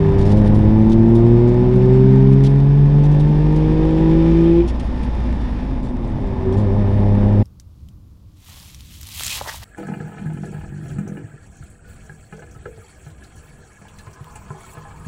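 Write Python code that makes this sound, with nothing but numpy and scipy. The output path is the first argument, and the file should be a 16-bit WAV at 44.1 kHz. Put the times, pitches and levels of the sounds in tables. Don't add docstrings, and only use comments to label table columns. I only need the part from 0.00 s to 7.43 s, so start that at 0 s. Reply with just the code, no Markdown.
import sys
import numpy as np
from scipy import signal
from scipy.fft import rfft, irfft, next_fast_len
from scipy.io import wavfile
from scipy.ndimage import uniform_filter1d, minimum_filter1d, map_coordinates

SR = 44100
rng = np.random.default_rng(int(sys.argv[2]) if len(sys.argv) > 2 else 0)


def unload_audio(sound):
    columns = np.transpose(np.atleast_2d(sound))
    steps = np.round(np.clip(columns, -1, 1) * 32767)
    wavfile.write(sys.argv[1], SR, steps.astype(np.int16))


N = 327663


def from_db(db):
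    return 10 ** (np.asarray(db) / 20)


def unit_rms(x):
    return x / np.sqrt(np.mean(x ** 2) + 1e-20)


def in_time(rows):
    time_s, *columns = np.transpose(rows)
    return [np.interp(np.arange(N) / SR, time_s, column) for column in columns]


def gain_at(spectrum, hz):
    freq_hz, gain_db = np.transpose(spectrum)
    return from_db(np.interp(np.log(hz + 1e-6), np.log(freq_hz), gain_db))


def drift(rate_hz):
    hop, settle = 40, 2000
    pole = np.exp(-2 * np.pi * rate_hz * hop / SR)
    white = rng.standard_normal(N // hop + settle + 2)
    slow = signal.lfilter([1], [1, -2 * pole, pole * pole], white)[settle:]
    return np.interp(np.arange(N) / hop, np.arange(len(slow)), unit_rms(slow))


def tint(x, spectrum):
    size = next_fast_len(N)
    hz = np.arange(size // 2 + 1) * SR / size
    shape = gain_at(spectrum, hz) / (1 + (hz / (2 * spectrum[-1][0])) ** 4)
    return unit_rms(irfft(rfft(x, size) * shape, size)[:N])


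def noise(spectrum):
    return tint(rng.standard_normal(N), spectrum)


def resonate(x, modes):
    out = 0
    for hz, width_hz, gain_db in modes:
        r = np.exp(-np.pi * width_hz / SR)
        poles = [1, -2 * r * np.cos(2 * np.pi * hz / SR), r * r]
        out += from_db(gain_db) * (1 - r * r) / 2 * signal.lfilter([1, 0, -1], poles, x + 1e-18)
    return out


def tone(phase, flutter, rate_hz):
    phase = phase + rng.uniform(0, 2 * np.pi)
    in_phase = (1 + flutter * drift(rate_hz)) * np.cos(phase)
    quadrature = flutter * drift(rate_hz) * np.sin(phase)
    return np.sqrt(2 / (1 + 2 * flutter ** 2)) * (in_phase + quadrature)


def puffs(crank, firing_depth, turn_depth):
    return unit_rms(np.exp(firing_depth * np.cos(3 * crank) + turn_depth * np.cos(crank)))


# time_s, speed_hz
CRANK_SPEED = [(0, 33), (.22, 32.6), (.33, 34.3), (.55, 34.9), (1, 37.47), (2.8, 47.35), (3.7, 52.1),
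               (4.55, 56.03), (4.72, 59), (5.1, 58.3), (5.4, 55.3), (6, 38.7), (6.3, 32), (6.5, 31.5),
               (6.58, 33.1), (7.43, 34.3)]
# start_s, swing_hz
DRIVE_JOLTS = [(.34, .8), (6.57, 2.3)]


def engine_speed(judder_hz=5.5, decay_s=0.22):
    speed_hz, = in_time(CRANK_SPEED)
    for start_s, swing_hz in DRIVE_JOLTS:
        age_s = np.maximum(np.arange(N) / SR - start_s, 0)
        speed_hz += swing_hz * np.exp(-age_s / decay_s) * np.sin(2 * np.pi * judder_hz * age_s)
    return speed_hz


# centre_hz, width_hz, gain_db
CABIN_MODES = [(102.8, 25, -14), (117, 13.4, -12), (133.5, 19.4, -10), (142, 27, -10), (164.1, 15, -15),
               (206.5, 12, -13), (222.2, 38.4, -12), (264, 28, -18), (348.3, 52.3, -10.5), (381, 35, -11),
               (398.8, 22.7, -15.5), (434.5, 16, -27.5), (471.6, 37, -24.5), (507, 23, -30)]
BOOM_HARMONICS = [-0.87, 0.81, -.5, -0.28]


def exhaust_boom(crank, speed_hz, load_db, tilt_db_per_oct):
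    out = 0
    for harmonic, gain_db in enumerate(BOOM_HARMONICS, 1):
        order = 3 * harmonic
        responses = [from_db(mode_db) / (1 + (2 * (order * speed_hz - centre_hz) / width_hz) ** 2)
                     for centre_hz, width_hz, mode_db in CABIN_MODES]
        drive = from_db(gain_db + load_db + 0.49 * tilt_db_per_oct * np.log2(harmonic))
        out += drive * np.max(responses, axis=0) * tone(order * crank, flutter=0.086, rate_hz=24)
    return out


# time_s, level_db
ROAR_LEVELS = [(0, -31), (.55, -31), (1.5, -32), (2.7, -35.5), (3.2, -33.5), (4.1, -32), (4.8, -34.5),
               (5.9, -36), (6.6, -31.5)]
# freq_hz, gain_db
ROAR_SPECTRUM = [(230, -31), (320, 3.5), (365, 4), (440, -3), (530, -0.5), (620, -2.5), (790, -5.5),
                 (855, 0), (920, -6), (1020, -5.5), (1200, -16.5), (1800, -47.5)]


def exhaust_roar(crank):
    level_db, = in_time(ROAR_LEVELS)
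    return from_db(level_db) * noise(ROAR_SPECTRUM) * puffs(crank, firing_depth=0.2, turn_depth=0.07)


# freq_hz, gain_db
FIRING_SPECTRUM = [(470, -38), (525, -32), (570, -44), (615, -36), (650, -49), (695, -37), (745, -43),
                   (860, -35), (970, -39), (1060, -55), (1800, -62)]
# freq_hz, gain_db
UNEVEN_SPECTRUM = [(60, -42), (130, -36), (320, -41), (378, -26), (410, -34), (480, -43), (540, -24),
                   (590, -48), (1200, -52)]


def exhaust_buzz(crank, speed_hz, load_db, tilt_db_per_oct, knee_hz=574):
    out = 0
    for order in range(15, 45, 3):
        hz = order * speed_hz
        octaves_above_knee = np.maximum(np.log2(hz / knee_hz), 0)
        tilt = from_db(tilt_db_per_oct * octaves_above_knee - 2.5 * np.log2(order / 18))
        out += tilt * gain_at(FIRING_SPECTRUM, hz) * tone(order * crank, flutter=0.25, rate_hz=9)
    for order in [2, 4, 5, 7, 8, 10, 11, 13, 14, 16, 17]:
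        gain = gain_at(UNEVEN_SPECTRUM, order * speed_hz) / (1 + (order / 10) ** 6)
        out += gain * tone(order * crank, flutter=0.3, rate_hz=10)
    roar_db, = in_time(ROAR_LEVELS)
    return from_db(load_db + 1.8 * (roar_db - roar_db.mean()) - 3) * out


def crank_shake(crank, speed_hz, load_db):
    burns = from_db(load_db - 25)
    imbalance = from_db(-21.5) * (speed_hz / 59.4) ** 1.8
    level = np.hypot(burns, imbalance) * from_db(0.2 * drift(0.67))
    return level * tone(crank, flutter=0.033, rate_hz=16)


def clatter(crank, points_per_turn=256):
    position = crank / (2 * np.pi) * points_per_turn
    impacts = 0
    for pattern in rng.standard_normal((2, points_per_turn)):
        impacts += drift(3) * map_coordinates(pattern, [position], order=3, mode="grid-wrap")
    return impacts / np.sqrt(uniform_filter1d(impacts ** 2, size=2000))


# time_s, gain_db
HISS_GAINS = [(0.06, -42), (1.08, -45), (1.93, -43), (2.75, -46), (4.36, -40.5), (4.67, -45.5), (5.52, -44),
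              (5.89, -50.5), (6.79, -45.5), (7.38, -45)]
# freq_hz, gain_db
HISS_SPECTRUM = [(800, -13), (1220, -0.5), (1500, 0), (2350, -3), (2800, -7), (3600, -9.5), (4100, -13.5),
                 (5350, -12), (6100, -20), (7500, -25), (11000, -28)]
# centre_hz, width_hz, gain_db
CASTING_MODES = [(1215, 29, 0.5), (1773, 87, -2.5), (3600, 100, 1)]


def mechanical_hiss(crank):
    gain_db, = in_time(HISS_GAINS)
    source = from_db(-7) * clatter(crank) + rng.standard_normal(N)
    hiss = tint(source, HISS_SPECTRUM) * puffs(crank, firing_depth=0.096, turn_depth=0.041)
    hiss *= from_db(0.5 * drift(30))
    return from_db(gain_db + 1) * unit_rms(hiss + resonate(hiss, CASTING_MODES))


# centre_hz, width_hz, gain_db
BLOCK_MODES = [(871, 41, 1.5), (1183, 40, -15), (1798, 52, -10)]


def piston_slap(crank, spread_db=8):
    hiss_db, = in_time(HISS_GAINS)
    level_db = -50 + 0.63 * (hiss_db - hiss_db.mean())
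    knocks = np.diff(np.floor(crank / (2 * np.pi)), prepend=0)
    force = from_db(spread_db * np.clip(rng.standard_normal(N), -2, 2)) * rng.choice([-1, 1], N)
    return from_db(level_db) * unit_rms(resonate(knocks * force, BLOCK_MODES))


# time_s, level_db
ROAD_LEVELS = [(0, -22), (.65, -18), (1.5, -30.5), (2.7, -30.5), (3.1, -26.5), (4.8, -24.5), (7.43, -24)]
# freq_hz, gain_db
ROAD_SPECTRUM = [(5, -9), (12, -5.5), (35, -5.5), (62, -4.5), (85, -9), (120, -16.5), (300, -60.5)]


def road_rumble():
    level_db, = in_time(ROAD_LEVELS)
    return from_db(level_db) * noise(ROAD_SPECTRUM)


# time_s, drum_hz, drum_power_share, total_db
PANEL_DRONE = [(0, 156.1, 1, -13.5), (.5, 147.2, 0.43, -20.5), (1.4, 184.5, 0.35, -23.5),
               (1.9, 194.7, 0.96, -15.5), (2.35, 199.7, 0.94, -19), (2.75, 209.7, 0.59, -24.5),
               (4.8, 248.9, 0.16, -26.5), (7.43, 253.6, 0.35, -25)]
# freq_hz, gain_db
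PANEL_SPECTRUM = [(60, -21.5), (95, -2.5), (135, -1), (172, -9), (205, -0.5), (250, -5), (295, -9),
                  (400, -35)]


def panels():
    drum_hz, share, total_db = in_time(PANEL_DRONE)
    drum = tone(2 * np.pi * np.cumsum(drum_hz) / SR, flutter=0.53, rate_hz=12)
    return from_db(total_db) * (np.sqrt(share) * drum + np.sqrt(1 - share) * noise(PANEL_SPECTRUM))


def dashboard_rattles(count=110, length_s=0.025):
    return [(when * (N - 1) / SR, -51 - 10 * softness, length_s, 5000 * 2 ** octaves)
            for when, softness, octaves in rng.random((count, 3))]


# start_s, gain_db, flurry_s, pitch_hz
TRIM_RATTLES = [(0.184, -41.5, .045, 3600), (0.253, -39, 0.069, 5100), (0.314, -39, .014, 4550),
                (0.369, -40.5, .025, 5070), (0.457, -42.5, .025, 9300), (0.545, -40, .012, 9600),
                (0.896, -42, .015, 6000), (0.918, -37.5, .014, 3650), (1.152, -41, .012, 9440),
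                (1.475, -44.5, .02, 5530), (1.757, -45, .01, 9300), (2.328, -41, .01, 5300),
                (2.437, -33, .034, 3300), (3.036, -43, .025, 5780), (3.114, -44, .015, 5800),
                (3.198, -39, .014, 3600), (3.56, -40, .014, 4480), (4.677, -37, .022, 5370),
                (4.797, -34.5, .009, 8040), (5.032, -41.5, .006, 8340), (5.83, -49, .04, 7330),
                (6.525, -45, .02, 5440), (6.568, -47, 0.046, 6930)]
# centre_hz, width_hz, gain_db
TRIM_MODES = [(3350, 1400, 10.5), (4630, 880, -3.5), (9450, 1300, -17)]


def rattles(contacts_per_s=580, decay_s=0.0068, clink_width_hz=67):
    size = SR // 8
    out, t = np.zeros(N + size), np.arange(size) / SR
    for start_s, gain_db, flurry_s, pitch_hz in TRIM_RATTLES + dashboard_rattles():
        hits = (rng.random(size) < contacts_per_s / SR) * (t < flurry_s)
        flurry = hits * rng.uniform(0.3, 0.8, size)
        flurry[0] = 1
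        energy = signal.lfilter([1], [1, -np.exp(-2 / (decay_s * SR))], flurry ** 2)
        contacts = from_db(gain_db) * np.sqrt(energy) * rng.standard_normal(size)
        knock = from_db(gain_db + 17.5) * (t == 0)
        crackle = from_db(-5.5) * resonate(contacts, TRIM_MODES)
        clink = resonate(contacts + knock, [(pitch_hz, clink_width_hz, 7.5)])
        start = int(start_s * SR)
        out[start:start + size] += crackle + clink
    return out[:N]


# centre_hz, width_hz, gain_db
INTAKE_MODES = [(2430, 440, 0.5), (3130, 650, -2.5)]


def intake_rasp(crank, speed_hz, load_db):
    gulps = rng.standard_normal(N) * puffs(crank, firing_depth=0.5, turn_depth=0.34)
    rasp = unit_rms(resonate(resonate(gulps, INTAKE_MODES), INTAKE_MODES))
    return from_db(load_db - 47.5) * (speed_hz / 56) ** 9.3 * rasp


# time_s, load_db, tilt_db_per_oct
ENGINE_LOAD = [(0, -7, 3), (.35, 1, -7.5), (4.61, 0.5, -3), (4.74, -34, -17), (5.85, -28, -7.5),
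               (6.22, -14.5, -0.5), (6.41, -11, -14.5), (6.47, -4, -4), (6.6, -1, -13.5),
               (7.43, 1.5, -15.5)]


def scene():
    speed_hz = engine_speed()
    crank = 2 * np.pi * np.cumsum(speed_hz * (1 + 0.001588 * drift(10))) / SR
    load_db, tilt_db_per_oct = in_time(ENGINE_LOAD)
    mix = exhaust_boom(crank, speed_hz, load_db, tilt_db_per_oct)
    mix += exhaust_roar(crank) + exhaust_buzz(crank, speed_hz, load_db, tilt_db_per_oct)
    mix += crank_shake(crank, speed_hz, load_db) + mechanical_hiss(crank) + piston_slap(crank)
    mix += road_rumble() + panels() + rattles()
    mix += intake_rasp(crank, speed_hz, load_db)
    return mix[None]


def record(dry, ceiling=0.97, cutoff_hz=11150):
    heard = dry[0] + from_db(-70.5) * rng.standard_normal(N)
    span = SR // 100
    gain = minimum_filter1d(np.minimum(1, ceiling / (np.abs(heard) + 1e-9)), 2 * span)
    heard *= uniform_filter1d(uniform_filter1d(gain, span), span)
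    heard *= signal.windows.tukey(N, span / N)
    lowpass = signal.firwin(601, cutoff_hz, fs=SR)
    return signal.fftconvolve(heard, lowpass, mode="same")[None]


dry = scene()
out = record(dry)
unload_audio(out)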